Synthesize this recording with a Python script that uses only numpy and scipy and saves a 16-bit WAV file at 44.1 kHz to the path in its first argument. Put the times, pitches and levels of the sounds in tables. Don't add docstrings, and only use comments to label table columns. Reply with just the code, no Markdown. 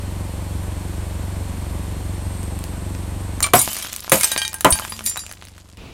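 import sys
import numpy as np
from scipy import signal
from scipy.fft import rfft, irfft
from scipy.io import wavfile
from scipy.ndimage import uniform_filter1d

SR = 44100
rng = np.random.default_rng(int(sys.argv[2]) if len(sys.argv) > 2 else 0)


def dump_mix(stems):
    frames = np.atleast_2d(stems).T
    limited = np.clip(frames, -1, 1)
    pcm = np.round(limited * 32767).astype(np.int16)
    wavfile.write(sys.argv[1], SR, pcm)


N = 261845

# t/s, pop/dB, cavity f/Hz, cavity/dB, shattering/dB, shattering t60/s,
# falling shards/dB, their fade/(dB/s)
IMPLOSIONS = [(3.535, -3.5, 730, -10.5, -13, 0.37, -26.5, 25),
              (4.118, -6, 557, -10.5, -10.5, 0.28, -23.5, 61), (4.646, -2, 984, -7, -30, 1, -35.5, 17)]
# f/Hz, relative density/dB
GLASS_SPECTRUM = [(710, -23), (1200, 20), (1610, 4.5), (2340, -4.5), (3290, -5.5), (5890, -7), (6150, 0),
                  (6860, 3.5), (13100, 4), (16000, -10), (16500, -41)]
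# t/s, level/dB, bass re middle/dB, treble re middle/dB,
# own ring f/Hz, own ring/dB, stub ring/dB
BOUNCES = [(3.425, -9.5, 9, 17, 7340, -9, -4), (3.428, -13, -24, -11, 8870, 4.5, -2),
           (3.43, -23, -11, -7, 4180, 4, -20), (3.44, -13.5, -4.5, -20, 2336, -1.5, -25),
           (3.442, -19.5, 0, -9, 1142, 0.5, -18), (3.463, -18, 11, 7, 10400, -17, -19),
           (3.469, -21.5, 16, 0, 1297, -5, -18), (3.486, -32.5, 12, -13, 2330, -3, 1),
           (3.551, -7, 25, 45, 1147, -12, -26), (3.554, -21, -4, 17, 4980, 1, -9),
           (3.567, -18, -1, 23, 5720, -0.5, -9), (3.592, -29, -5, 12, 3900, 1, -12),
           (3.589, -11, -39, 15, 6940, -20, 6.5), (3.61, -28.5, 3, -1, 2200, 0, -3),
           (3.614, -14.5, 9, 20, 12500, -0.5, 6.5), (3.695, -30.5, 22, 14, 3010, 0, -9),
           (3.73, -21.5, 14, 28, 12600, -2, -3), (3.765, -19.5, 1, 5, 6600, -18, -5),
           (3.824, -22, -2, 3, 3220, -7, -9), (3.863, -30, 8, -13, 3250, -1, -4),
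           (4.095, -16.5, 0, 15, 9600, -29, -18), (4.209, -13, 2.5, 8, 2190, -9.5, -11),
           (4.232, -5.5, -2, 6, 8040, -22, -10), (4.242, -8.5, -8, 0.5, 8340, 2.5, -16),
           (4.316, -12.5, 0, 4.5, 3830, -4.5, -6), (4.376, -14.5, -2.5, 1, 1700, -32, -3),
           (4.416, -17, -4.5, -8, 3190, 1.5, -2.5), (4.449, -21, -3.5, -3, 3780, 2, -2.5),
           (4.541, -19, 9, 13, 886, -18, -5), (4.607, -16, 4, 8.5, 9000, -21, -23),
           (4.704, -7.5, 14, 40, 8380, -5.5, -2), (4.723, -11, -16.5, -7, 9400, 2, -3),
           (4.753, -18, 40, 42, 4620, -25, 1), (4.82, -25.5, 12, -22, 3070, -7, -3.5),
           (4.895, -40.5, -6, 27, 10000, 17, -10), (4.921, -23.5, 6.5, -2, 4820, -5, -3.5),
           (5.038, -37, 13, 14, 9850, -15, 10.5), (5.061, -14.5, -11, 4.5, 9280, -2, -3.5),
           (5.055, -27, -11, 9, 13700, 5, -12), (5.072, -23, -1, 1, 11660, 2, -0.5),
           (5.081, -31, -9, -10, 3800, -9, 3.5), (5.095, -17.5, -13, 12, 9020, -1, -20),
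           (5.172, -18, 10.5, 9, 3900, -9, -20), (5.191, -27, -8, -1, 5670, -7, -1.5),
           (5.292, -35.5, 12, 3, 6200, -3, 4)]
# t/s, level/dB
WASH_LEVEL = [(5.74, -74), (5.78, -40), (5.85, -38), (5.94, -40)]


def amp(db):
    return 10 ** (np.asarray(db) / 20)


def evened(x):
    return x / np.sqrt(np.mean(x ** 2) + 1e-20)


def read(points, hz):
    f, value = np.transpose(points)
    return np.interp(np.log(hz + 1), np.log(f + 1), value)


def curve(rows):
    s, *columns = np.transpose(rows)
    return [np.interp(np.arange(N) / SR, s, c) for c in columns]


def add(mix, s, sound):
    part = mix[round(s * SR):][:len(sound)]
    part += sound[:len(part)]


def coloured(points, size):
    gain = amp(read(points, np.fft.rfftfreq(size, 1 / SR)))
    return evened(irfft(rfft(rng.standard_normal(size)) * gain, size))


def causal(points, size=16384):
    hz = abs(np.fft.fftfreq(size, 1 / SR))
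    log_gain = np.log(amp(np.maximum(read(points, hz), -100)))
    return np.fft.ifft(np.exp(np.conj(signal.hilbert(log_gain)))).real[:size // 2]


def fuzzy(hz, width_hz):
    r = np.exp(-np.pi * width_hz / SR)
    noise = rng.standard_normal(N) + 1j * rng.standard_normal(N)
    slow = signal.lfilter([1], np.poly([r, r]), noise)
    carrier = np.exp(2j * np.pi * np.cumsum(hz * np.ones(N)) / SR)
    return evened((slow * carrier).real)


def rings(modes, t, spread_db):
    hz, db, t60_s = np.transpose(modes)[:, :, None]
    luck = rng.random((len(modes), 2, 1))
    envelope = amp(db - spread_db * luck[:, 0] - 60 * t / t60_s)
    return (envelope * np.sin(2 * np.pi * (hz * t + luck[:, 1]))).sum(0)


def wash():
    # f/Hz, relative density/dB
    wash_spectrum = [(15, -46), (25, -8), (69, -3), (213, -15.5), (257, -15.5), (501, -20), (588, -25),
                     (673, -20), (749, -25), (1460, -27), (1580, -34), (2500, -24.5), (15000, -50)]
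    return amp(curve(WASH_LEVEL)[0]) * coloured(wash_spectrum, N)


def hum():
    # t/s, level/dB
    hum_level = [(3.55, -84), (3.65, -55.5), (4.6, -56.5), (5.1, -47), (5.5, -81), (5.75, -88)]
    return amp(curve(hum_level)[0]) * fuzzy(218.5, 10.0)


def whistle():
    # t/s, centre f/Hz, level/dB
    whistle_track = [(1.7, 8600, -59), (2.15, 8550, -55), (2.4, 8500, -44.5), (2.7, 8300, -55),
                     (2.9, 8200, -52), (3.05, 8300, -63), (3.35, 8300, -42)]
    hz, db = curve(whistle_track)
    t = np.arange(N) / SR
    start_s, end_s = whistle_track[0][0], whistle_track[-1][0] + 0.13
    gate = np.clip(np.minimum(t - start_s, end_s - t) / 0.4, 0, 1)
    return gate * amp(db) * fuzzy(hz, 360.0)


def engine():
    # t/s, firing rate/Hz
    firing_rate = [(0, 23.28), (1.3, 23.31), (1.6, 23.39), (3.3, 23.37), (4.6, 23.2), (4.9, 23.5),
                   (5.75, 23.5)]
    # t/s, puff level/dB
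    idle_level = [(0, -27.5), (1.6, -27), (3.4, -28), (3.7, -47.5), (4.9, -43.5), (5.74, -47), (5.8, -54)]
    # multiple of 23.4 Hz, relative level/dB
    exhaust_orders = [(1, -103), (2, -0.5), (3, 2), (4, 3.5), (5, -17.5), (6, -12.5), (7, -7.5), (8, -9),
                      (9, -14.5), (10, -19.5), (11, -14.5), (12, -16), (13, -15.5), (14, -16), (15, -16.5),
                      (16, -31.5)]
    # f/Hz, relative density/dB
    clatter_spectrum = [(59, -9.5), (100, -3), (124, -15.5), (174, -13), (335, -17.5), (415, -18.5),
                        (1030, -21), (1360, -28.5), (1870, -28.5), (3860, -33), (4290, -36), (6700, -36),
                        (8640, -29.5), (13500, -48.5), (16000, -55)]
    # f/Hz, width/Hz, level re puffs/dB
    fuzzy_tones = [(1508, 21, -34), (4200, 40., -35.5), (7400, 340, -34.5), (8800, 290, -32),
                   (11380, 950, -30), (13270, 790, -30)]
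    # f/Hz, level re puffs/dB
    thin_tone = (4398, -32)

    rate_hz = curve(firing_rate)[0]
    lead_in = np.full(SR // 10, rate_hz[0])
    turns = np.cumsum(np.r_[lead_in, rate_hz]) / SR + .13
    fired = np.diff(np.floor(turns), prepend=0)
    fired = fired * amp(.9 * rng.standard_normal(len(turns)))

    orders = [(k * 23.4, db) for k, db in exhaust_orders]
    boom = causal([(10, -63)] + orders[:5] + [(170, -44.5), (400, -96.0)])
    edge = causal([(60, -65.0), (110, -10.5)] + orders[5:] + [(600, -25.5), (1500, -91.5)])
    late = round(0.01215 * SR)
    pulse = boom - np.r_[np.zeros(late), edge[:-late]]
    puffs = evened(signal.oaconvolve(fired, pulse)[len(turns) - N:len(turns)])

    clatter = coloured(clatter_spectrum, N) * (1 + 0.048 * np.cos(2 * np.pi * turns[-N:] - 1.5))
    whines = sum(amp(db) * fuzzy(hz, width_hz) for hz, width_hz, db in fuzzy_tones)
    thin_hz, thin_db = thin_tone
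    phase_wander = 4.4 * fuzzy(2., 2.7)
    whines += amp(thin_db) * np.sin(2 * np.pi * thin_hz * np.arange(N) / SR + phase_wander)
    rumble = amp(-18) * fuzzy(70., 25.)
    return amp(curve(idle_level)[0]) * (puffs + amp(-7.5) * clatter + rumble + whines)


def thud(db, hz, t60_s):
    t = np.arange(SR // 3) / SR
    return amp(db - 60 * t / t60_s) * np.sin(2 * np.pi * hz * t)


def tint(low_db, high_db):
    return [(250, low_db - 8.0), (1200, low_db), (4200, 0), (10000, high_db), (16000, high_db - 15.0)]


def crack(level_db, colour, t60_s, t):
    envelope = amp(-60 * t / t60_s) + 0.34 * np.exp(-t / 0.00018)
    return amp(level_db) * coloured(colour, len(t)) * envelope


def tick(level_db, low_db, high_db):
    return crack(level_db, tint(low_db, high_db), .006, np.arange(SR // 10) / SR)


def clink(s, level_db, low_db, high_db, hz, own_db, stub_db):
    # f/Hz, level/dB, t60/s
    first_stub = [(1150, -6, .06), (2180, -10, .12), (2340, -3, .14), (3060, -8, .08), (3800, -9, .07),
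                  (4250, -5, .05), (4900, -10, .12), (5800, -8, .08), (6500, -11, .3), (7080, -4, .1),
                  (8900, -5, .05), (9330, -3, .1), (10920, -6, .08), (12600, -7, .05)]
    second_stub = [(870, -13, .4), (1595, 0, .2), (1869, -6, .3), (2390, -5, .25), (2955, -7, .15),
                   (3197, -5, .1), (3800, -4, .1), (4622, -4, .25), (5281, -9, .15), (6293, -7, .15),
                   (8300, -3, .09), (8880, -8, .1), (9400, -1, .11), (10530, -8, .08), (11960, -8, .08)]
    third_stub = [(1880, -9, .2), (2412, -8, .1), (3860, -9, .11), (4791, -6, .22), (5642, -9, .22),
                  (6584, -7, .16), (7230, -2, .3), (9426, -2, .16), (9860, -4, .15), (11360, -2, .13),
                  (13400, -6, .1), (13880, -5, .08)]
    takeover_s = (4.11, 4.85)

    t, colour = np.arange(SR // 3) / SR, tint(low_db, high_db)
    stub = np.array((first_stub, second_stub, third_stub)[np.searchsorted(takeover_s, s)], float)
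    stub[:, 1] += stub_db + 1.39 * (read(colour, stub[:, 0]) - max(db for _, db in colour))
    own_t60_s = .085 * (5000 / hz) ** .15
    ring = rings([(hz, own_db, own_t60_s)], t, 0) + rings(stub, t, 3.7)
    return crack(level_db, colour, .02, t) + amp(level_db) * ring * (1 - np.exp(-t / 0.00069))


def shards(rate_hz, spread_db, tick_db, longest_t60_s, count=70):
    landed = rng.random(len(rate_hz)) < rate_hz / SR
    size = amp(spread_db * np.minimum(rng.exponential(1, len(rate_hz)), 4)) * landed
    kind = rng.integers(0, count, len(rate_hz))
    t, out = np.arange(3000) / SR, np.zeros(len(rate_hz))
    for k in range(count):
        hz = np.exp(rng.uniform(np.log(2100), np.log(15500), 3))
        mode_db = read(GLASS_SPECTRUM, hz) + 0.6 * np.log2(hz / 4000)
        modes = np.transpose([hz, mode_db, longest_t60_s * rng.uniform(0.1, 1, 3)])
        contact = coloured([(hz[0] / 17.0, -18), (hz[0], 0), (hz[0] * 2.0, -15)], len(t))
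        contact = amp(tick_db - 60 * t / 0.0011) * contact
        out += signal.oaconvolve(size * (kind == k), contact + rings(modes, t, 9.))[:len(rate_hz)]
    return out / np.sqrt(uniform_filter1d(out ** 2, 6001) + 1e-9)


def shower():
    t, power, rate_hz = np.arange(N) / SR, np.zeros(N), np.zeros(N)
    # t/s, level/dB, fade/(dB/s), flight/s, landings/(1/s)
    throws = [(row[0], *row[-2:], .12, 600) for row in IMPLOSIONS]
    throws += [(row[0], row[1] - 28.5, 151, .02, 200) for row in BOUNCES]
    for s, db, fade_db_per_s, flight_s, per_s in throws:
        arrived = np.clip((t - s) / flight_s, 0, 1) ** 2
        lost_db = fade_db_per_s * np.maximum(t - s - flight_s, 0)
        power += (arrived * amp(db - lost_db)) ** 2
        rate_hz += per_s * arrived * amp(-.8 * lost_db)

    starts_s = np.array([0] + [row[0] for row in IMPLOSIONS])
    since_s = t - starts_s[np.searchsorted(starts_s, t, "right") - 1]
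    ringing = amp(-23 * since_s)
    falling = shards(rate_hz + 100, 5., 0., .11) + amp(-17) * coloured(GLASS_SPECTRUM, N)
    grit = signal.lfilter(*signal.butter(2, 7000, fs=SR), shards(rate_hz + 200, 4.5, 9., .02))
    mixed = ringing * falling + np.sqrt(1 - ringing ** 2) * grit
    return mixed * np.sqrt(power) * (t < WASH_LEVEL[1][0])


def burst(pop_db, cavity_hz, cavity_db, shatter_db, shatter_t60_s):
    # f/Hz, relative density/dB
    pop_spectrum = [(35, -38), (60, -20), (205, -7.5), (330, -7), (702, -11), (837, -13), (1110, -11.5),
                    (1690, -14.5), (1980, -13), (2280, -16.5), (4000, -9.5), (5200, -63), (8800, -120)]
    # f/Hz, t60/s
    pop_decay = [(100, 0.33), (300, 0.083), (800, 0.2), (2000, 0.12), (4000, 0.015)]

    t = np.arange(SR // 2) / SR
    hz, frame_s, z = signal.stft(coloured(pop_spectrum, len(t)), SR, nperseg=256, noverlap=192)
    z = z * amp(-60 * frame_s / read(pop_decay, hz)[:, None])
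    pop = signal.istft(z, SR, nperseg=256, noverlap=192)[1][:len(t)]

    cavity = [(cavity_hz / 1.65, -30), (cavity_hz, 0), (cavity_hz * 1.2, -22), (cavity_hz * 16.0, -50)]
    boom = coloured(cavity, len(t)) * amp(-60 * t / 0.14) * (1 - np.exp(-t / 0.0021))
    snap = amp(8.5 - 60 * t / 0.011) * coloured(GLASS_SPECTRUM, len(t))
    spray = shards(np.full(len(t), 3500.), 2.2, 1.9, 0.054)
    spray = spray * amp(-60 * t / shatter_t60_s) * (1 - np.exp(-t / 0.0018))
    total = amp(pop_db) * pop + amp(cavity_db) * boom + snap + amp(shatter_db) * spray
    return (1 - np.exp(-t / 0.0017)) * total


def underside_echo(glass):
    t = np.arange(4000) / SR
    echo = rng.standard_normal(len(t)) * amp(-60 * t / 0.11) * (t > .002)
    return amp(-10.0) * signal.oaconvolve(glass, echo / np.linalg.norm(echo))[:N]


def scene():
    # t/s, level/dB, f/Hz, t60/s
    thud_rows = [(3.538, -20, 112, 0.21), (3.619, -31, 70, 0.15), (4.122, -29, 80, 0.14),
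                 (4.652, -39, 87, 0.23), (4.723, -9, 71.5, 0.05)]
    # t/s, level/dB, bass re middle/dB, treble re middle/dB
    tick_rows = [(2.43, -28, 4, 10), (2.589, -24.5, 21, 19), (2.639, -20.5, 7.5, 4.5), (2.949, -25, 8, -11),
                 (3.404, -11, 13, 12.5), (3.676, -14, 42, 23), (3.745, -21, 2, 5), (3.787, -16, -10, 13),
                 (3.847, -19, 7, -3), (3.894, -27, 7, 1), (3.929, -15, 5.5, 11), (3.962, -15.5, -1.5, 9),
                 (4.004, -21, -24, 6), (4.044, -22, -5, -23), (4.078, -25, 20, 6), (4.157, -17, 19, 25),
                 (4.362, -10.5, 5, -47), (4.398, -23, -3, 10), (4.431, -17, 6, 13), (4.478, -12.5, -2, 6),
                 (4.53, -18.5, 6, 7), (4.788, -16.5, 9, -12), (4.796, -12.5, 26, 17),
                 (4.849, -17.5, 10, -3), (4.877, -27, 6, -7), (4.991, -19, 4, -10), (5.007, -23, 17, -12),
                 (5.158, -22.5, 5, -7), (5.168, -16.5, 23, -14), (5.236, -26, 30, -3), (5.264, -23, 2, -1),
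                 (5.313, -23.5, 20, 8), (5.324, -22.5, 16, 20), (5.423, -32.5, 4, -9), (5.451, -29, 3, -2),
                 (5.484, -31.5, 8, 2), (5.579, -31.5, 10, -5), (5.657, -42, 20, -9), (5.69, -42, 16, -13),
                 (5.771, -33.5, -1, -7)]

    glass = shower()
    for s, *row in IMPLOSIONS:
        add(glass, s, burst(*row[:5]))
    for s, *row in thud_rows:
        add(glass, s, thud(*row))
    for s, *row in tick_rows:
        add(glass, s + 0.001064, tick(*row))
    for row in BOUNCES:
        add(glass, row[0] + 0.0011, clink(*row))
    glass = glass + underside_echo(glass)
    return (wash() + hum() + whistle() + engine() + glass)[None]


def record(dry):
    loud = np.tanh(dry / 0.98) * 1.047
    lowpass = signal.firwin(511, 16400, window=("kaiser", 9), fs=SR)
    return signal.oaconvolve(loud, lowpass[None], "same")


dry = scene()
out = record(dry)
dump_mix(out)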